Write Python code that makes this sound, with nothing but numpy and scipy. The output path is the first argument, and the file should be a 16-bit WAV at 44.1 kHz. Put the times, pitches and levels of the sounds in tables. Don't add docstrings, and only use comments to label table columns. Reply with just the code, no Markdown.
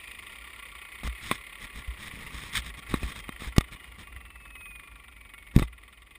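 import sys
import numpy as np
from scipy import signal
from scipy.fft import rfft, irfft, next_fast_len
from scipy.io import wavfile
from scipy.ndimage import map_coordinates

SR = 44100
rng = np.random.default_rng(int(sys.argv[2]) if len(sys.argv) > 2 else 0)


def wrap_up_sound(samples):
    columns = np.atleast_2d(samples).T
    tamed = np.clip(columns, -1, 1)
    steps = np.round(tamed * 32767).astype(np.int16)
    wavfile.write(sys.argv[1], SR, steps)


N = 272538
T = np.arange(N) / SR

# freq_hz, relative_db
AIR_SPECTRUM = [(20, -29), (40, -4), (56, 1.5), (80, -12), (120, -20), (250, -22.5), (500, -31),
                (1000, -32.5), (5800, -49.5)]
# time_s, level_db
MOUNT_JOLTS = [(1.045, -22.5), (1.078, -24), (1.755, -30.5), (1.879, -22), (2.34, -33), (2.58, -26.5),
               (2.927, -21), (3.032, -21), (3.468, -24.5), (3.599, -33), (4.16, -32.5), (5.564, -13),
               (5.623, -21.5)]
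# peak_s, level_db, rise_s, release_s
PORT_PUSHES = [(3.5828, -1, 0.00069, .002), (5.565, 1, 0.0013, 0.0013), (5.5792, -6.5, 0.00093, 0.0024),
               (5.6218, -14, 0.00057, 0.0024)]
# start_s, length_s, relative_db
RUB_STROKES = [(1.028, 0.067, -37.5), (1.196, 0.19, -36.5), (1.592, .077, -41), (1.735, 0.094, -43),
               (1.972, 0.14, -39.5), (2.102, 0.22, -47), (2.286, 0.25, -39.5), (2.517, .1, -30.5),
               (2.546, 0.042, -25), (2.625, 0.087, -40.5), (2.765, .042, -44), (2.868, 0.13, -39),
               (2.985, 0.17, -39), (3.141, 0.077, -38), (3.38, 0.13, -38.5), (3.706, 0.055, -42),
               (3.974, 0.069, -46), (5.528, 0.14, -42)]
# freq_hz, relative_db
SKIN_SPECTRUM = [(60, 9.5), (200, 5), (400, -7), (750, -13), (1150, -1.5), (1500, -8.5), (1850, 1.5),
                 (2450, -0.5), (2800, -10), (3300, -1), (3700, 0), (4400, -14), (5200, -9), (5800, -14)]
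# start_s, level_db, knock_relative_db, crack_relative_db, ring_t60_s
CASE_CLICKS = [(1.0335, -29.5, 2.5, -6, .02), (1.075, -26, -3, -1, 0.011), (1.3133, -11, -3, -14, 0.022),
               (1.322, -27, 5.5, -7, 0.018), (2.9407, -16.5, 11, -16, 0.021), (3.031, -26.5, 6, -18, 0.028),
               (3.2917, -21.5, 1, -19, .013), (3.4204, -32.5, 10, -8, .02), (3.5649, -33, -5, 9.5, 0.065),
               (3.582, -10.5, -8.5, 2.5, .016), (3.6087, -22.5, -27, -9, .02),
               (5.563, -16.5, -10, -4, 0.0095), (5.588, -27, -10, 5.5, 0.023), (5.5951, -18, 9, -9, 0.0086),
               (5.625, -23, -8, -31, 0.04)]
# freq_hz, relative_db, t60_ratio
CASE_MODES = [(403, -1.5, 0.33), (662, -7, 0.45), (816, -8, 0.64), (1140, -4, 1.07), (1256, -13.5, 0.59),
              (1937, -8, 1.2), (2130, -11.5, 1.84), (2410, -3.5, 0.7), (3630, -9.5, 1), (4720, -28, 0.76)]
# time_s, chatter_db, whirr_db, treble_tilt_db
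CUT_LEVELS = [(0, -49, -51, 3), (.6, -48, -52.5, 0), (1.6, -49.5, -53, 0.5), (2.2, -52, -48, -2),
              (2.8, -49, -54, -0.5), (3.3, -49.5, -53.5, -3.5), (3.85, -52, -55, -1), (4.3, -52, -60, -3.5),
              (6.18, -54.5, -61.5, 1)]
# freq_hz, relative_db
WHIRR_SPECTRUM = [(100, -13), (400, -8.5), (800, -15.5), (1150, -2), (1300, -13), (1560, -31), (1850, -1.5),
                  (2100, 2), (2800, -8), (3600, -11), (3950, -17.5), (4850, -17), (5150, -20.5),
                  (5800, -27)]
# start_s, length_s, pitch_hz, tau_s, drive_db, octave_relative_db, blur_hz
MOTOR_RUN_DOWNS = [(0, 2.6, 2465, 8.6, -1.5, -17.5, 114.6), (3.048, 2.5, 3296, 5.9, -5, -40, 3)]
# freq_hz, width_hz, gain_db
HOUSING_MODES = [(2154, 300, -52.5), (2502, 69, -43), (2870, 66, -61), (3170, 150, -56)]
# time_s, rate_hz
BOUNCE_RATE = [(0, 27.8), (.27, 25.4), (.29, 35.7), (.93, 28.6), (.96, 35.4), (1.87, 33.9), (1.96, 30.4),
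               (2.11, 26.4), (2.91, 23.8), (4.06, 26.1), (4.08, 17.5), (4.14, 25.1), (4.24, 20.3),
               (4.7, 19.3), (4.76, 25), (5.5, 22.5), (5.57, 17.3), (6.18, 23.8)]
# freq_hz, relative_db
GRIT_SPECTRUM = [(100, -42), (400, -3), (800, -74), (1100, 5.5), (1550, -3), (1900, 8.5), (2400, 10.5),
                 (3000, -12.5), (3650, -9), (4200, -10), (5000, -15), (5800, -33)]
# freq_hz, width_hz, relative_db
DISC_MODES = [(1070, 15, -9), (1148.5, 33, 5), (1390.4, 31.6, 4), (1930, 71, -2), (2022, 67, 7),
              (2246, 37, -0.5), (2494, 13, 10), (2860, 100, -0.5), (3210, 165, 0), (3552, 100, 3)]


def amp(db):
    return 10 ** (np.asarray(db) / 20)


def unit_rms(x):
    return x / np.sqrt(np.mean(x ** 2) + 1e-20)


def curves(rows):
    time_s, *columns = np.transpose(rows)
    return [np.interp(T, time_s, column) for column in columns]


def wobble(rate_hz):
    return map_coordinates(rng.standard_normal(int(N * rate_hz / SR) + 4), [T * rate_hz])


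def filtered(x, response):
    size = next_fast_len(N + SR // 2)
    return irfft(rfft(x, size) * response(np.fft.rfftfreq(size, 1 / SR)), size)[:N]


def colour(points):
    freq_hz, gain_db = np.transpose(points)
    return lambda hz: amp(np.interp(np.log(hz + 1), np.log(freq_hz + 1), gain_db))


def resonance(modes, hz):
    return sum(amp(db) * 1j * hz * width_hz / (mode_hz ** 2 - hz ** 2 + 1j * hz * width_hz)
               for mode_hz, width_hz, db in modes)


def noise():
    return rng.standard_normal(N)


def add(track, start_s, sound):
    part = track[round(start_s * SR):][:len(sound)]
    part += sound[:len(part)]


def air_rumble(base_db=-57.5, swell_db=7, peak_s=3.3, width_s=2.3, gust_db=1.1):
    swell = np.exp(-((T - peak_s) / width_s) ** 2)
    level_db = base_db + swell_db * swell - gust_db * wobble(6.7)
    return amp(level_db) * unit_rms(filtered(noise(), colour(AIR_SPECTRUM)))


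def mount_thumps(sway_hz=56.9, t60_s=0.18, rise_s=0.0049):
    track, t = np.zeros(N), np.arange(SR // 3) / SR
    sway = amp(-60 * t / t60_s) * (1 - np.exp(-t / rise_s)) * np.sin(2 * np.pi * sway_hz * t)
    for start_s, db in MOUNT_JOLTS:
        add(track, start_s, amp(db) * sway)
    return track


def port_puffs(leak_hz=45, roundness=1.98):
    pressure = np.zeros(N)
    for peak_s, db, rise_s, release_s in PORT_PUSHES:
        width_s = np.where(T < peak_s, rise_s, release_s)
        pressure += amp(db) * np.exp(-np.abs((T - peak_s) / width_s) ** roundness)
    return filtered(pressure, lambda hz: 1j * hz / (leak_hz + 1j * hz))


def skin_rubs(grain_db=3, taper=0.53, drag_relative_db=-41, press_relative_db=-18.5, press_s=0.04):
    rasp, sliding = np.zeros(N), np.zeros(N)
    for start_s, length_s, db in RUB_STROKES:
        stroke = signal.windows.tukey(round(length_s * SR), taper)
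        add(rasp, start_s, amp(db) * stroke)
        add(sliding, start_s, stroke)
    press = sum(amp(db + press_relative_db) * np.exp(-((T - time_s) / press_s) ** 2)
                for time_s, db in MOUNT_JOLTS)
    drag = np.minimum(sliding, 1) * (amp(drag_relative_db) + press)
    grains = unit_rms(filtered(noise() * amp(grain_db * wobble(700)), colour(SKIN_SPECTRUM)))
    bass = filtered(grains, lambda hz: 1 / (1 + (hz / 1000) ** 4))
    return rasp * (grains - bass) + drag * bass


def case_clicks(knock_hz=240, knock_t60_s=0.011, crack_t60_s=0.013, rise_s=0.00032, low_cut_hz=130):
    track, t = np.zeros(N), np.arange(SR // 10) / SR
    for start_s, db, knock_db, crack_db, t60_s in CASE_CLICKS:
        ring = np.zeros(len(t))
        for hz, mode_db, t60_ratio in CASE_MODES:
            decay = amp(mode_db + 2 * rng.standard_normal() - 60 * t / (t60_s * t60_ratio))
            ring += decay * np.sin(2 * np.pi * hz * rng.normal(1, 0.036) * t)
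        knock = amp(knock_db - 60 * t / knock_t60_s) * np.sin(2 * np.pi * knock_hz * t)
        crack = amp(crack_db - 60 * t / crack_t60_s) * rng.standard_normal(len(t))
        add(track, start_s, amp(db) * (1 - np.exp(-t / rise_s)) * (ring + knock + crack))
    low_cut = signal.butter(2, low_cut_hz, 'highpass', fs=SR, output='sos')
    return signal.sosfilt(low_cut, track)


def disc_whirr(flutter_db=2, grain_db=2):
    _, whirr_db, _ = curves(CUT_LEVELS)
    envelope = amp(whirr_db + flutter_db * wobble(60))
    grains = noise() * amp(grain_db * wobble(400))
    return envelope * unit_rms(filtered(grains, colour(WHIRR_SPECTRUM)))


def motor_whine(fade_s=0.035, waver_db=1):
    track = np.zeros(N)
    for start_s, length_s, start_hz, tau_s, drive_db, octave_db, blur_hz in MOTOR_RUN_DOWNS:
        pitch_hz = start_hz * np.exp(-(T - start_s) / tau_s)
        phase = 2 * np.pi * np.cumsum(pitch_hz + blur_hz * wobble(600)) / SR
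        gate = np.clip(np.minimum(T - start_s, start_s + length_s - T) / fade_s, 0, 1)
        tone = np.sqrt(2) * (np.sin(phase) + amp(octave_db) * np.sin(2 * phase))
        housing_gain = np.abs(resonance(HOUSING_MODES, pitch_hz))
        track += gate * housing_gain * amp(drive_db + waver_db * wobble(30)) * tone
    return track


def disc_chatter(rise_s=0.0028, bite_s=0.012, scatter_db=0.44, grain_db=3, ring_db=3, ring_top_hz=3700,
                 squeal_db=-2, high_hz=3550, low_hz=1800, sag_s=0.008, blur_hz=240):
    chatter_db, _, tilt_db = curves(CUT_LEVELS)
    rate_hz, = curves(BOUNCE_RATE)
    age_s = np.cumsum(rate_hz) / SR % 1 / rate_hz
    force = amp(scatter_db * wobble(25) + grain_db * wobble(450))
    contact = unit_rms(force * (1 - np.exp(-age_s / rise_s)) * np.exp(-(age_s / bite_s) ** 2))
    spray = unit_rms(filtered(contact * noise(), colour(GRIT_SPECTRUM)))
    ring = unit_rms(filtered(contact * noise(),
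                             lambda hz: resonance(DISC_MODES, hz) / (1 + (hz / ring_top_hz) ** 10)))
    squeal_hz = low_hz + (high_hz - low_hz) * np.exp(-age_s / sag_s) + blur_hz * wobble(900)
    squeal = unit_rms(contact * np.sin(2 * np.pi * np.cumsum(squeal_hz) / SR))
    bites = unit_rms(spray + amp(ring_db) * ring + amp(squeal_db) * squeal)
    lows = filtered(bites, lambda hz: 1 / (1 + (hz / 2200) ** 4))
    return amp(chatter_db) * (amp(-tilt_db) * lows + amp(tilt_db) * (bites - lows))


def scene():
    grinder = disc_chatter() + disc_whirr() + motor_whine()
    hand = amp(-2) * skin_rubs() + case_clicks() + mount_thumps() + port_puffs()
    return (grinder + hand + air_rumble())[None]


def record(dry):
    hold_hz, band_hz, top_hz = 12000, 5850, 15400
    narrow = filtered(dry[0], lambda hz: 1 / np.sqrt(1 + (hz / band_hz) ** 120))
    mirrored = narrow * (1 + 2 * np.cos(2 * np.pi * hold_hz * T))
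    return filtered(mirrored, lambda hz: np.sinc(hz / hold_hz) * (hz < top_hz))[None]


dry = scene()
out = record(dry)
wrap_up_sound(out)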